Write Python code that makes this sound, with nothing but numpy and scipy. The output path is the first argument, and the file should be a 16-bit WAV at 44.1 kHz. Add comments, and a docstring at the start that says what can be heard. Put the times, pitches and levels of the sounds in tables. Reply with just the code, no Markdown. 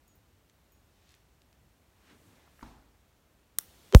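"""A static spark snaps from a metal tip close to the microphone and leaves a raised hiss.
A second, louder crack overloads the microphone, which swings in a deep, falling thump.
The place is a quiet garage with a short echo. Before the spark, a hand shifts beside an open
car door: faint rustles, ticks and clinks, and one soft bump that rings the door panel."""
import sys
import numpy as np
from scipy import signal
from scipy.fft import rfft, irfft
from scipy.io import wavfile

SR = 44100
rng = np.random.default_rng(int(sys.argv[2]) if len(sys.argv) > 2 else 0)


def transcribe(signal):
    """Save signal, clipped to [-1, 1], as a 16-bit WAV file at the path in sys.argv[1]."""
    frames = np.atleast_2d(signal).T
    limited = np.clip(frames, -1, 1)
    pcm = np.round(limited * 32767).astype(np.int16)
    wavfile.write(sys.argv[1], SR, pcm)


N = 176400
SPARK_S = 3.5861


def amp(db):
    """Decibels to gain."""
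    return 10 ** (np.asarray(db) / 20)


def unit(x):
    """Scale to rms 1."""
    return x / np.sqrt(np.mean(x ** 2) + 1e-20)


def since(s):
    """Seconds since s, zero before it."""
    return np.maximum(np.arange(N) / SR - s, 0)


def colour(points):
    """Gain against frequency from (Hz, dB) points."""
    f, db = np.transpose(points)
    return lambda hz: amp(np.interp(np.log(hz + 1), np.log(f + 1), db))


def band(centre_hz, octaves):
    """A bell-shaped gain on the octave scale."""
    return lambda hz: np.exp(-.5 * (np.log2((hz + 1) / centre_hz) / octaves) ** 2)


def bells(rows, hz):
    """The summed dB of (centre Hz, width Hz, dB) peaks and dips."""
    return sum(db / (1 + (2 * (hz - centre) / width) ** 2) for centre, width, db in rows)


def filtered(x, gain):
    """x through a gain of frequency."""
    return irfft(rfft(x, 2 * N) * gain(np.fft.rfftfreq(2 * N, 1 / SR)))[:N]


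def noise(gain):
    """Coloured noise of rms 1."""
    white = rfft(rng.standard_normal(N))
    return unit(irfft(white * gain(np.fft.rfftfreq(N, 1 / SR)), N))


def decay(s, t60, attack_s):
    """A rise at s and an exponential fall of 60 dB in t60 seconds."""
    t = since(s)
    return (1 - np.exp(-t / attack_s)) * np.exp(-np.log(1000) * t / t60)


def ring(s, modes, attack_s):
    """Damped modes struck at s."""
    return sum(amp(db) * decay(s, t60, attack_s) * np.sin(2 * np.pi * hz * since(s))
               for hz, db, t60 in modes)


def pulse(gain, size=4096):
    """A minimum-phase click of peak 1 with the given colour."""
    cepstrum = irfft(np.log(gain(np.fft.rfftfreq(size, 1 / SR))))
    cepstrum[1:size // 2] *= 2
    cepstrum[size // 2 + 1:] = 0
    click = irfft(np.exp(rfft(cepstrum)))
    return click / np.abs(click).max()


def garage():
    """The garage's steady room tone, and the hiss that stays up after the spark."""
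    # Spectra of room tone and hiss. Each row: frequency in Hz, relative level in dB.
    room_tone = [(13, -51), (22, -30), (40, -7.5), (64, -0.5), (115, -9), (180, -12.5), (300, -14),
                 (454, -18), (667, -19), (1220, -23), (3290, -28.5), (10500, -34.5), (12700, -34),
                 (15800, -35)]
    hiss_colour = [(59, -35), (100, 0), (307, -7), (349, -5.5), (659, -9), (800, -11.5), (2000, -14.5),
                   (3400, -11), (5800, -14.5), (9000, -17), (12700, -18), (15800, -22)]
    # The hiss creeps up. Each row: time in seconds, level in dB.
    hiss_level = [(3.59, -65.5), (3.7, -63), (3.92, -62)]
    s, db = np.transpose(hiss_level)
    hiss_gain = amp(np.interp(np.arange(N) / SR, s, db)) * (since(SPARK_S) > 0)
    return amp(-66) * noise(colour(room_tone)) + hiss_gain * noise(colour(hiss_colour))


def rustles():
    """Hand and cloth brush in soft swells of noise."""
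    # Each row: crest, rise and fall in seconds, level in dB, centre in Hz, width in octaves.
    brushes = [(.2, 0.091, 0.18, -66, 83.5, 0.25), (1.12, 0.14, 0.073, -68, 2830, 0.99),
               (1.631, .025, 0.043, -62, 89, 0.87), (2.11, 0.076, 0.051, -61.5, 1280, 1.34),
               (2.128, 0.024, 0.035, -60.5, 282, 0.58), (2.27, 0.17, 0.18, -63.5, 149, 1.1),
               (2.27, 0.22, 0.14, -71.5, 8500, 0.81), (2.38, 0.23, 0.31, -66.5, 760, 1.84),
               (2.62, 0.09, .07, -71, 10800, 0.59), (2.68, 0.094, 0.079, -67, 4000, 0.93)]
    t, out = np.arange(N) / SR, np.zeros(N)
    for s, rise, fall, db, hz, octaves in brushes:
        swell = np.exp(-np.where(t < s, (s - t) / rise, (t - s) / fall))
        out += amp(db) * swell * noise(band(hz, octaves))
    return out


def handling():
    """The hand makes sharp little clicks, each with a noisy tail, and dull taps on the door."""
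    # Each row: start in seconds, peak in dB, centre in Hz.
    clicks = [(0.4977, -50, 3900), (1.092, -50, 4500), (1.107, -53, 4500), (1.12, -51, 6000),
              (1.1418, -45.5, 2780), (1.15, -52, 8000), (1.419, -50.5, 3400), (1.5288, -52.5, 3700)]
    # Each row: start in seconds, level in dB, centre in Hz, t60 in seconds.
    taps = [(2.475, -53.5, 975, 0.027), (2.593, -47, 1240, .012), (2.610, -49, 1400, 0.021),
            (2.6233, -47.5, 1300, .024)]
    out = np.zeros(N)
    for s, db, hz in clicks:
        tone = band(hz, octaves=.85)
        snap = pulse(lambda f: tone(f) + .012)
        out[round(s * SR):][:len(snap)] += amp(db) * snap
        out += amp(db - 10) * decay(s, t60=.012, attack_s=.00024) * noise(tone)
    for s, db, hz, t60 in taps:
        out += amp(db) * decay(s, t60, attack_s=.00042) * noise(band(hz, octaves=.57))
    return out


def clinks():
    """Light metal ticks on contact and rings in a few high modes."""
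    # Each row: start in seconds, level in dB, brightness in dB per octave.
    strikes = [(.079, -66.5, -6), (.154, -74, 9), (.72, -72.5, 8)]
    # The metal's modes. Each row: frequency in Hz, relative level in dB, t60 in seconds.
    metal = [(6740, -2.5, .52), (10850, -10, .16), (14305, -1, .12), (15355, -11, .16)]
    out = np.zeros(N)
    for s, db, tilt in strikes:
        modes = [(hz, level + tilt * np.log2(hz / metal[0][0]), t60) for hz, level, t60 in metal]
        contact = amp(14) * decay(s, t60=.012, attack_s=.00045) * noise(band(14500, octaves=.81))
        out += amp(db) * (ring(s, modes, attack_s=.00077) + contact)
    return out


def door_bump(start_s=2.6272):
    """A soft blow on the car door, whose panel rings low and rumbles on."""
    # Spectra of blow and rumble. Each row: frequency in Hz, relative level in dB.
    blow_colour = [(35, -35), (60, -2), (290, -0.5), (559, -11), (932, 1.5), (1500, -12), (2200, -19),
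                   (2760, -25), (6390, -23), (8000, -34), (10400, -60), (17600, -120)]
    panel_colour = [(15, -40), (25, -13), (55, 1), (81, -15), (133, -10.5), (160, -14), (271, -10),
                    (504, -23.5), (850, -15.5), (1950, -29), (6000, -41.5), (7800, -66), (13200, -120)]
    # Each row: frequency in Hz, level in dB, t60 in seconds.
    panel_modes = [(53.3, -51.5, 0.75), (228.4, -48.5, 0.333), (272, -43, 0.094), (683, -56.5, .14),
                   (917, -38, 0.026), (1353, -50, .06)]
    blow = amp(-37) * decay(start_s, t60=.031, attack_s=.001) * noise(colour(blow_colour))
    rumble = amp(-49.5) * decay(start_s, t60=.75, attack_s=.0089) * noise(colour(panel_colour))
    return blow + rumble + ring(start_s, panel_modes, attack_s=.0018)


def flutter(crack_s, lead_s=.018):
    """Low tones and a rush of noise swell in just ahead of the crack and stop on it."""
    # Each row: frequency in Hz, level at the crack in dB, growth in dB per second.
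    partials = [(394, -16, 800), (497, -13.5, 2198), (240, -23, 2200), (3130, -34.5, 1100)]
    ahead = np.maximum(crack_s - np.arange(N) / SR, 0)
    tones = sum(amp(db - growth * ahead) * np.sin(2 * np.pi * hz * ahead) for hz, db, growth in partials)
    rush = amp(-27 - 1500 * ahead) * noise(band(445, octaves=.92))
    return (ahead > 0) * (tones + rush) / (1 + (ahead / lead_s) ** 8)


def microphone_thump(start_s):
    """The overloaded microphone swings, sinking in pitch, rough at the height of the swing."""
    floor_hz, drop_hz, sag_s = 28, 1500, .00045
    attack_s, hold_s, t60 = .0015, .0172, .062
    t = since(start_s)
    pitch = (floor_hz + drop_hz * (1 + t / sag_s) ** -1.13) * (t > 0)
    swing = (1 - np.exp(-t / attack_s)) * np.exp(-np.log(1000) * since(start_s + hold_s) / t60)
    thump = amp(-.5) * swing * np.sin(2 * np.pi * np.cumsum(pitch) / SR)
    rattle = amp(-30) * swing ** 2 * noise(band(480, octaves=.55))
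    return thump + rattle


def loud_crack():
    """Two ticks and a flutter lead into a hard crack; the microphone thumps and the garage echoes."""
    # Two ticks, then the crack. Each row: start in seconds, peak in dB before clipping.
    hits = [(3.9255, -23), (3.937, -29), (3.9484, 2.5)]
    # Spectra of crack and echo. Each row: frequency in Hz, relative level in dB.
    crack_colour = [(100, -38), (550, 6.5), (750, -1.5), (1000, 4), (2000, -2), (3800, -3.5), (4900, -6.5),
                    (6200, -6), (8800, -13.5), (9800, -30), (12500, -18.5), (16000, -33)]
    echo_colour = [(1000, -15), (4800, -6.5), (6400, -1.5), (9000, -1.5), (10400, -1), (11200, 2),
                   (13000, 0.5), (15700, -1)]
    impulses = np.zeros(N)
    for s, db in hits:
        impulses[round(s * SR)] -= amp(db)
    cracks = signal.fftconvolve(impulses, pulse(colour(crack_colour)))[:N]
    crack_s = hits[-1][0]
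    echo = amp(-38) * decay(crack_s, t60=.3, attack_s=.0039) * noise(colour(echo_colour))
    return cracks - flutter(crack_s) + microphone_thump(crack_s) + echo


def gap_colour(points, share):
    """A colour shaped by a share of the resonances of metal and microphone near the spark gap."""
    # Resonances and a null. Each row: centre in Hz, width in Hz, lift in dB at full share.
    resonances = [(5630, 360, 9), (6540, 320, 8), (7800, 300, 4), (8840, 520, 11.5), (9470, 490, 12),
                  (11000, 440, 3), (12600, 700, 6.5), (13820, 350, 8), (14400, 300, -9), (15150, 500, 8)]
    return lambda hz: colour(points)(hz) * amp(share * bells(resonances, hz))


def spark(hold_s=.0011, scatter_s=.0032):
    """A millisecond shock and weaker scatter off hand and door ring nearby metal; the garage echoes."""
    # Spectra of shock and echo. Each row: frequency in Hz, relative level in dB.
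    shock_colour = [(100, -18), (500, -12), (900, -23.5), (1150, -9), (1800, -7.5), (2250, -14.5),
                    (2650, -30), (3000, -10.5), (3700, -7), (5000, -11.5), (8200, -8), (10000, -8),
                    (11200, -2.5), (14400, -7), (16000, -5)]
    echo_colour = [(300, -10), (1400, 0.5), (2600, -5), (3800, -1), (4800, -7), (5700, -2.5), (6500, -7),
                   (8000, -6), (10200, -6), (11200, 2), (13000, -2), (15500, 4)]
    # First reflections. Each row: delay in seconds, level in dB against the direct sound.
    walls = [(.0093, -33), (0.024, -33.5)]
    t = since(SPARK_S)
    shape = (t > 0) * np.where(t < hold_s, 1, amp(-8) * (t < scatter_s))
    burst = shape * rng.standard_normal(N)
    burst[np.argmax(t > 0)] += amp(13)  # the shock front stands above what follows
    for _ in range(4):  # a shock carries all frequencies evenly
        spectrum = rfft(burst)
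        burst = irfft(spectrum / (np.abs(spectrum) + 1e-12), N) * np.sqrt(shape)
    ringing = signal.fftconvolve(burst, pulse(gap_colour(shock_colour, share=1)))[:N]
    shock = unit(ringing) * np.sqrt(np.mean(shape ** 2))
    reflections = sum(amp(db) * np.roll(shock, round(delay * SR)) for delay, db in walls)
    echo = amp(-47) * decay(SPARK_S, t60=.29, attack_s=.0022) * noise(gap_colour(echo_colour, share=.85))
    return amp(-15) * (shock + reflections) + echo


def scene():
    """The garage from one microphone, close to the metal tip."""
    return (garage() + rustles() + handling() + clinks() + door_bump() + spark() + loud_crack())[None]


def record(dry):
    """The microphone clips at its ceiling, dulls two narrow bands and cuts the highest treble."""
    # Each row: centre in Hz, width in Hz, gain in dB.
    dips = [(4900, 320, -3), (10370, 710, -3)]
    ceiling, top_hz = .95, 15950
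    clipped = np.clip(dry[0], -ceiling, ceiling)
    dulled = filtered(clipped, lambda hz: amp(bells(dips, hz)))
    return filtered(dulled, lambda hz: 1 / (1 + (hz / top_hz) ** 160))[None]


dry = scene()
out = record(dry)
transcribe(out)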